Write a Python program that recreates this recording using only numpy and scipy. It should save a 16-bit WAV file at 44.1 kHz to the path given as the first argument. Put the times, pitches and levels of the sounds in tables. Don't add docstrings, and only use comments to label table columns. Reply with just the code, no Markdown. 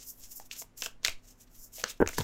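import sys
import numpy as np
from scipy import signal
from scipy.fft import rfft, irfft
from scipy.io import wavfile
from scipy.ndimage import uniform_filter1d

SR = 44100
rng = np.random.default_rng(int(sys.argv[2]) if len(sys.argv) > 2 else 0)


def pcm_store(signal):
    levels = np.round(np.clip(np.atleast_2d(signal), -1, 1) * 32767)
    wavfile.write(sys.argv[1], SR, levels.astype(np.int16).T)


N = 98739

CATCHES_PER_S, CATCH_SPREAD_DB, CATCH_SHARE = 2500, 2.5, 0.22
FLUTTER_DB, FLUTTER_S, STROKE_SHAPE = 2.5, 0.014, 1.224

SETTLE_S, SETTLE_DB, CONTACT_DB, TILT_TOP_HZ = 0.0027, -33.5, 7, 10040
RING_CYCLES, RING_RISE_S = 1.8, 0.00048

MODE_RISE_S, KNOCK_SOFT_HZ, RATTLE_S = 0.0007, 2560, 0.01

ROOM_DELAY_S, SNAP_ROOM_DB, SLIDE_ROOM_DB, KNOCK_ROOM_DB = 0.004, -12.5, -10, -20.5
FLOOR_DB, CUT_HZ = -60, 15950


def amp(db):
    return 10 ** (np.asarray(db) / 20)


def unit(x):
    return x / np.sqrt(np.mean(x ** 2) + 1e-20)


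def read(points, hz):
    f, value = np.transpose(points)
    return np.interp(np.log(hz + 1), np.log(f), value)


def add(mix, s, sound):
    part = mix[max(round(s * SR), 0):][:len(sound)]
    part += sound[:len(part)]


def colour(x, points):
    hz = np.fft.rfftfreq(len(x), 1 / SR)
    return unit(irfft(rfft(x) * amp(read(points, hz)), len(x)))


def causal(x, gain_db):
    log_gain = np.log(amp(np.maximum(gain_db, -100)))
    circle = np.r_[log_gain, log_gain[-2:0:-1]]
    response = np.exp(np.conj(signal.hilbert(circle)))[:len(log_gain)]
    return irfft(rfft(x) * response)


def ring(db, hz, t60):
    t = np.arange(SR // 2) / SR
    onset = 1 - np.exp(-t / MODE_RISE_S)
    return amp(db - 60 * t / t60) * np.sin(2 * np.pi * hz * t) * onset


def slides():
    # peak t/s, rise to peak/s, fall to 1/e/s, hiss level/dB,
    # airy top re hiss/dB, rasp of the card body re hiss/dB (rise is also counted from 1/e)
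    strokes = [(.033, 0.11, 0.017, -51, -19, -7.5), (0.101, 0.055, 0.019, -48.5, 2, -24.5),
               (.195, 0.061, 0.044, -68, 8, -6), (.24, 0.02, 0.022, -48.5, -6, -9.5),
               (.32, 0.032, 0.026, -53.5, 1, -14.5), (0.361, 0.0075, 0.0061, -57, 12.5, -40),
               (0.378, 0.025, 0.018, -50, 3.5, -35), (.425, 0.038, 0.023, -63, -10, -6.5),
               (0.462, 0.018, 0.011, -57, -0.5, -11), (.532, 0.012, 0.009, -45.5, -6, -2),
               (0.564, 0.017, 0.027, -57, -13, 3.5), (0.6, 0.019, 0.014, -38, -2, -21),
               (0.779, 0.0056, 0.02, -48.5, -1.5, -13), (0.807, 0.013, 0.026, -44.5, -3, -12.5),
               (0.846, 0.025, 0.026, -42.5, -7.5, -4), (1.056, 0.011, 0.039, -44.5, -7.5, 6),
               (1.251, 0.013, 0.025, -67.5, -5, -5), (1.299, 0.041, 0.031, -59, -5.5, -8.5),
               (1.417, 0.018, 0.013, -56.5, -1.5, -8.5), (1.484, 0.013, .01, -88, -13.5, 16.5),
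               (1.562, 0.0238, 0.019, -58, 2, -5), (1.634, 0.059, 0.031, -52.5, -0.5, -42.5),
               (1.736, 0.0067, .01, -49, -2, -15), (1.757, 0.017, 0.04, -47.5, -2.5, -19.5),
               (1.801, 0.032, 0.031, -50, 0.5, 0.5), (1.862, 0.015, 0.035, -58, -8, 14),
               (1.896, 0.009, 0.016, -42, -5.5, -1.5), (1.978, .0063, 0.0034, -66.5, -2, 5.5),
               (2.015, 0.0079, 0.0096, -57, 5.5, -15), (2.1, 0.024, 0.031, -51.5, -2, 0),
               (2.147, 0.025, 0.023, -47.5, -9, -4.5), (2.178, 0.0097, 0.019, -45.5, -6, 5),
               (2.208, 0.02, 0.03, -49, -1, 1.5)]
    # f/Hz, relative level/dB
    hiss_spectrum = [(300, -45), (2000, -46), (4200, -16.5), (5300, 2), (7200, 4.5), (9000, -6),
                     (12000, -19), (16000, -37.5)]
    # f/Hz, relative level/dB
    air_spectrum = [(300, -60.5), (6000, -34), (9000, -12), (11000, -2), (13000, 1.5), (14700, 1.5),
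                    (15700, -6), (16500, -26)]
    # f/Hz, relative level/dB
    rasp_spectrum = [(100, -18), (300, -21), (550, -11), (1000, -14.5), (1800, -9.5), (2700, -4.5),
                     (4200, -4), (6000, -5.5), (16000, -42)]

    t = np.arange(N) / SR
    powers = np.zeros((3, N))
    for peak, rise, fall, db, air_db, rasp_db in strokes:
        away = np.where(t < peak, (peak - t) / rise, (t - peak) / fall)
        levels = amp([[db], [db + air_db], [db + rasp_db]])
        powers += (levels * np.exp(-abs(away) ** STROKE_SHAPE)) ** 2

    slow_noise = uniform_filter1d(rng.standard_normal(N), int(FLUTTER_S * SR))
    flutter = amp(FLUTTER_DB * unit(slow_noise))
    sizes = amp(CATCH_SPREAD_DB * np.minimum(rng.exponential(1, N), 5))
    signs = rng.choice([-1, 1], N)
    catches = unit(sizes * signs * (rng.random(N) < CATCHES_PER_S / SR))

    out = np.zeros(N)
    for power, spectrum in zip(powers, (hiss_spectrum, air_spectrum, rasp_spectrum)):
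        noise = rng.standard_normal(N)
        rub = np.sqrt(CATCH_SHARE) * catches + np.sqrt(1 - CATCH_SHARE) * noise
        out += np.sqrt(power) * colour(rub * flutter, spectrum)
    return out


def snap(db, edge_hz, tilt_db, body_db, decay, ring_hz, ring_db, upper_hz, upper_db, size=4096):
    # f/Hz, relative level/dB
    edge_spectrum = [(500, -2.5), (1600, -2), (2400, -1), (3100, 2), (3800, -0.5), (4400, -1), (6000, 4),
                     (7500, -1.5), (9300, -11.5), (11500, -12), (13500, -8.5), (15300, -15.5), (16000, -6)]
    # f/Hz, relative level/dB, t60/s
    deck_modes = [(520, -6.5, 0.018), (670, -3, .02), (1034, 0.5, .012), (1510, -2, 0.011)]

    t = np.arange(size) / SR
    hz = np.fft.rfftfreq(size, 1 / SR) + 1
    envelope = np.exp(-t / decay) + amp(SETTLE_DB) * np.exp(-t / SETTLE_S)
    first_contact = amp(CONTACT_DB) * (t == 0)
    edges = rng.standard_normal(size) * envelope + first_contact

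    low_cut = -10 * np.log10(1 + (edge_hz / hz) ** 8)
    tilt = tilt_db * np.log2(np.minimum(hz, TILT_TOP_HZ) / edge_hz)
    crack = causal(edges, read(edge_spectrum, hz) + low_cut + tilt)

    body = sum(ring(mode_db, mode_hz, t60)[:size] for mode_hz, mode_db, t60 in deck_modes)
    packet = np.zeros(size)
    for f, level in ((ring_hz, ring_db), (upper_hz, upper_db)):
        envelope = np.exp(-t * f / RING_CYCLES) * (1 - np.exp(-t / RING_RISE_S))
        packet += amp(level) * unit(np.sin(2 * np.pi * f * t) * envelope)

    spread = np.sqrt(0.004 * SR / size)
    return amp(db) * spread * (unit(crack) + amp(body_db) * unit(body) + packet)


def snaps():
    # t/s, crack energy level/dB, low edge f/Hz, spectral tilt/(dB per octave),
    # deck body re crack/dB, noise decay to 1/e/s, packet ring f/Hz, its level re crack/dB,
    # upper ring f/Hz, its level re crack/dB
    snap_rows = [(0.3991, -48.0, 1160, 9.5, -9, 0.0024, 810, 3, 1750, -7.5),
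                 (0.5124, -38.5, 2520, -4, -26, 0.005, 2640, -2, 2800, -6),
                 (0.6173, -52, 650, -4, -5, 0.0011, 680, -1.5, 920, -4),
                 (0.6216, -50.5, 2090, 0, -1, 0.003, 916, -2.5, 2120, -1.5),
                 (0.8212, -33.5, 2800, -2, -10, 0.0019, 2820, -2.5, 5900, 2),
                 (0.825, -43.5, 1990, -3, -3, 0.0013, 2750, 6.5, 1600, -1.5),
                 (0.8607, -32.5, 2140, 0, -11.5, 0.0025, 1560, -9, 3020, -5.5),
                 (0.8652, -46, 1110, -8.5, -0.5, 0.0026, 1600, -7, 3260, -3),
                 (1.0325, -54.5, 3890, -8, 1, 0.0011, 3470, 1, 6420, 1),
                 (1.0485, -24, 2100, -2, -21, 0.0022, 2010, -3, 4210, 0.5),
                 (1.0501, -32, 3620, 0.5, -17, 0.00094, 5660, -1, 7100, -6),
                 (1.0537, -33.5, 1730, 5, -12.5, 0.001, 2160, 0, 3400, 1),
                 (1.0626, -33.5, 1910, -1, -17, 0.00097, 2450, 0.5, 1590, -2),
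                 (1.074, -35, 2350, -2, -25, 0.0008, 5340, -2.5, 7400, 0),
                 (1.082, -31, 1380, -1, -6.5, 0.0008, 2460, 2, 3620, -2),
                 (1.0953, -42, 2440, 4, -13, 0.0013, 2670, 1.5, 4700, -5),
                 (1.7832, -51, 1910, -3, -18, 0.0005, 600, 2.5, 2100, -7),
                 (1.7986, -51.5, 2090, 2, -8, 0.0013, 630, 1, 2400, 2),
                 (1.8148, -45, 4490, 3, -13, 0.0028, 2600, -9, 3270, -12),
                 (1.8377, -38.5, 1330, -4.5, -14.5, 0.0019, 520, 3, 3170, -7.5),
                 (1.8398, -30.5, 2760, -2, -23.5, 0.0023, 4650, 2, 6100, 0),
                 (1.84, -35, 1410, -3, -16, 0.0012, 1404, -0.5, 1560, 0.5),
                 (2.0622, -44, 1340, -5, -7, 0.002, 1650, 5, 1420, -2),
                 (2.0753, -34.5, 860, -2, -9, 0.00081, 2590, 0.5, 6470, 1),
                 (2.0885, -35.5, 1870, 9.5, -14, 0.0015, 2200, -5, 6600, -7),
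                 (2.092, -44, 1670, 1, 1.5, 0.0011, 1450, 2.5, 2340, 0),
                 (2.1321, -49.5, 3400, 12, -2, 0.0014, 2020, 4.5, 7100, -4),
                 (2.183, -27, 2253, 7.5, -16, 0.0023, 967, 0.5, 1630, -2),
                 (2.1882, -32, 2450, 21, -16, 0.0008, 1700, -12, 4400, -11),
                 (2.2033, -49, 1040, 2, 2.5, 0.0018, 930, -3, 3560, 8),
                 (2.209, -37, 1060, -4.5, -8, 0.0023, 950, -10, 3540, -6),
                 (2.2158, -46, 1140, 9, -18, 0.0013, 925, 5.5, 3490, -4)]
    out = np.zeros(N)
    for s, *row in snap_rows:
        add(out, s, snap(*row))
    return out


def knocks():
    # t/s, reference level/dB, main mode f/Hz, clatter re reference/dB
    bumps = [(2.0029, -15, 407, -21.5), (2.008, -23, 280, -16.5), (2.0158, -12, 427, -29),
             (2.0189, -17.6, 362, -23), (2.0244, -9, 442, -25), (2.1831, -22.5, 444, -25),
             (2.2045, -28, 446, -25)]
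    # multiple of the main f, level re reference/dB, t60/s
    bump_modes = [(.72, -11, 0.045), (1, 3.5, .024), (1.26, -7.5, 0.019), (1.85, -1.5, 0.012),
                  (3.45, -5.5, 0.0094)]
    # f/Hz, relative level/dB
    rattle_spectrum = [(200, 7), (850, -8), (1150, -1), (1550, 12), (2100, -18), (3000, -9), (4200, -40),
                       (16000, -52)]
    # t/s, initial level of the decay/dB, f/Hz, t60/s
    thuds = [(1.084, -44, 87.8, 0.12), (1.838, -44.5, 210, 0.11), (2.005, -20, 290, 0.04),
             (2.0076, -28.5, 88.5, 0.23), (2.061, -36, 60, .15), (2.0071, -30.5, 200, 0.16),
             (2.184, -29, 216, 0.12), (2.194, -26.5, 153, 0.11), (2.199, -31.5, 91.4, 0.28)]

    out = np.zeros(N)
    t = np.arange(SR // 10) / SR
    for s, db, hz, clatter_db in bumps:
        for ratio, mode_db, t60 in bump_modes:
            add(out, s, ring(db + mode_db, hz * ratio, t60))
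        clatter = colour(rng.standard_normal(len(t)), rattle_spectrum) * np.exp(-t / RATTLE_S)
        add(out, s, amp(db + clatter_db) * clatter)
    for s, db, hz, t60 in thuds:
        add(out, s, ring(db, hz, t60))
    return signal.sosfilt(signal.butter(2, KNOCK_SOFT_HZ, fs=SR, output="sos"), out)


def puffs():
    # t of the zero crossing/s, peak level/dB, time from crossing to peak/s
    pushes = [(0.349, -51, 0.076), (0.902, -48.5, 0.052), (1.13, -38.5, 0.025), (1.607, -49, 0.013),
              (2.11, -40.5, 0.023), (2.213, -37, 0.0346)]
    t = np.arange(N) / SR
    out = np.zeros(N)
    for s, db, length in pushes:
        x = (t - s) / length
        out += amp(db) * x * np.exp(0.5 - 0.5 * x ** 2)
    return out


def room(x, size=256):
    # f/Hz, t60/s
    decay_times = [(150, 0.32), (600, 0.19), (2500, 0.2), (6000, 0.22), (14000, 0.11)]
    # f/Hz, relative level/dB
    tail_spectrum = [(100, -2.5), (600, 2.5), (2700, 1), (6000, -10), (10000, -1), (16000, 0.5)]

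    hz, t, z = signal.stft(rng.standard_normal(SR // 2), SR, nperseg=size)
    start_db = read(tail_spectrum, hz)[:, None]
    decay_db = 60 * t / read(decay_times, hz)[:, None]
    tail = signal.istft(z * amp(start_db - decay_db), SR, nperseg=size)[1]
    tail = tail / np.linalg.norm(tail)
    tail = np.r_[np.zeros(int(ROOM_DELAY_S * SR)), tail]
    return signal.fftconvolve(x, tail)[:N]


def background():
    # f/Hz, relative level/dB
    floor_spectrum = [(10, -8), (30, 7), (60, -18.5), (150, -15), (300, -18), (600, -24), (1500, -30.5),
                      (4000, -40.5), (16000, -52.5)]
    # f/Hz, rms level/dB
    hum_tones = [(99.6, -71.5), (248, -72.5)]

    t = np.arange(N) / SR
    hum = np.zeros(N)
    for hz, db in hum_tones:
        hum += amp(db) * np.sqrt(2) * np.sin(2 * np.pi * (hz * t + rng.random()))
    return amp(FLOOR_DB) * colour(rng.standard_normal(N), floor_spectrum) + hum


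def scene():
    rubs, cracks, bumps = slides(), snaps(), knocks()
    sent = amp(SLIDE_ROOM_DB) * rubs + amp(SNAP_ROOM_DB) * cracks + amp(KNOCK_ROOM_DB) * bumps
    return (rubs + cracks + bumps + room(sent) + puffs() + background())[None]


def record(dry):
    low_pass = signal.firwin(301, CUT_HZ, window=("kaiser", 9), fs=SR)
    return signal.oaconvolve(dry, low_pass[None], "same")


dry = scene()
out = record(dry)
pcm_store(out)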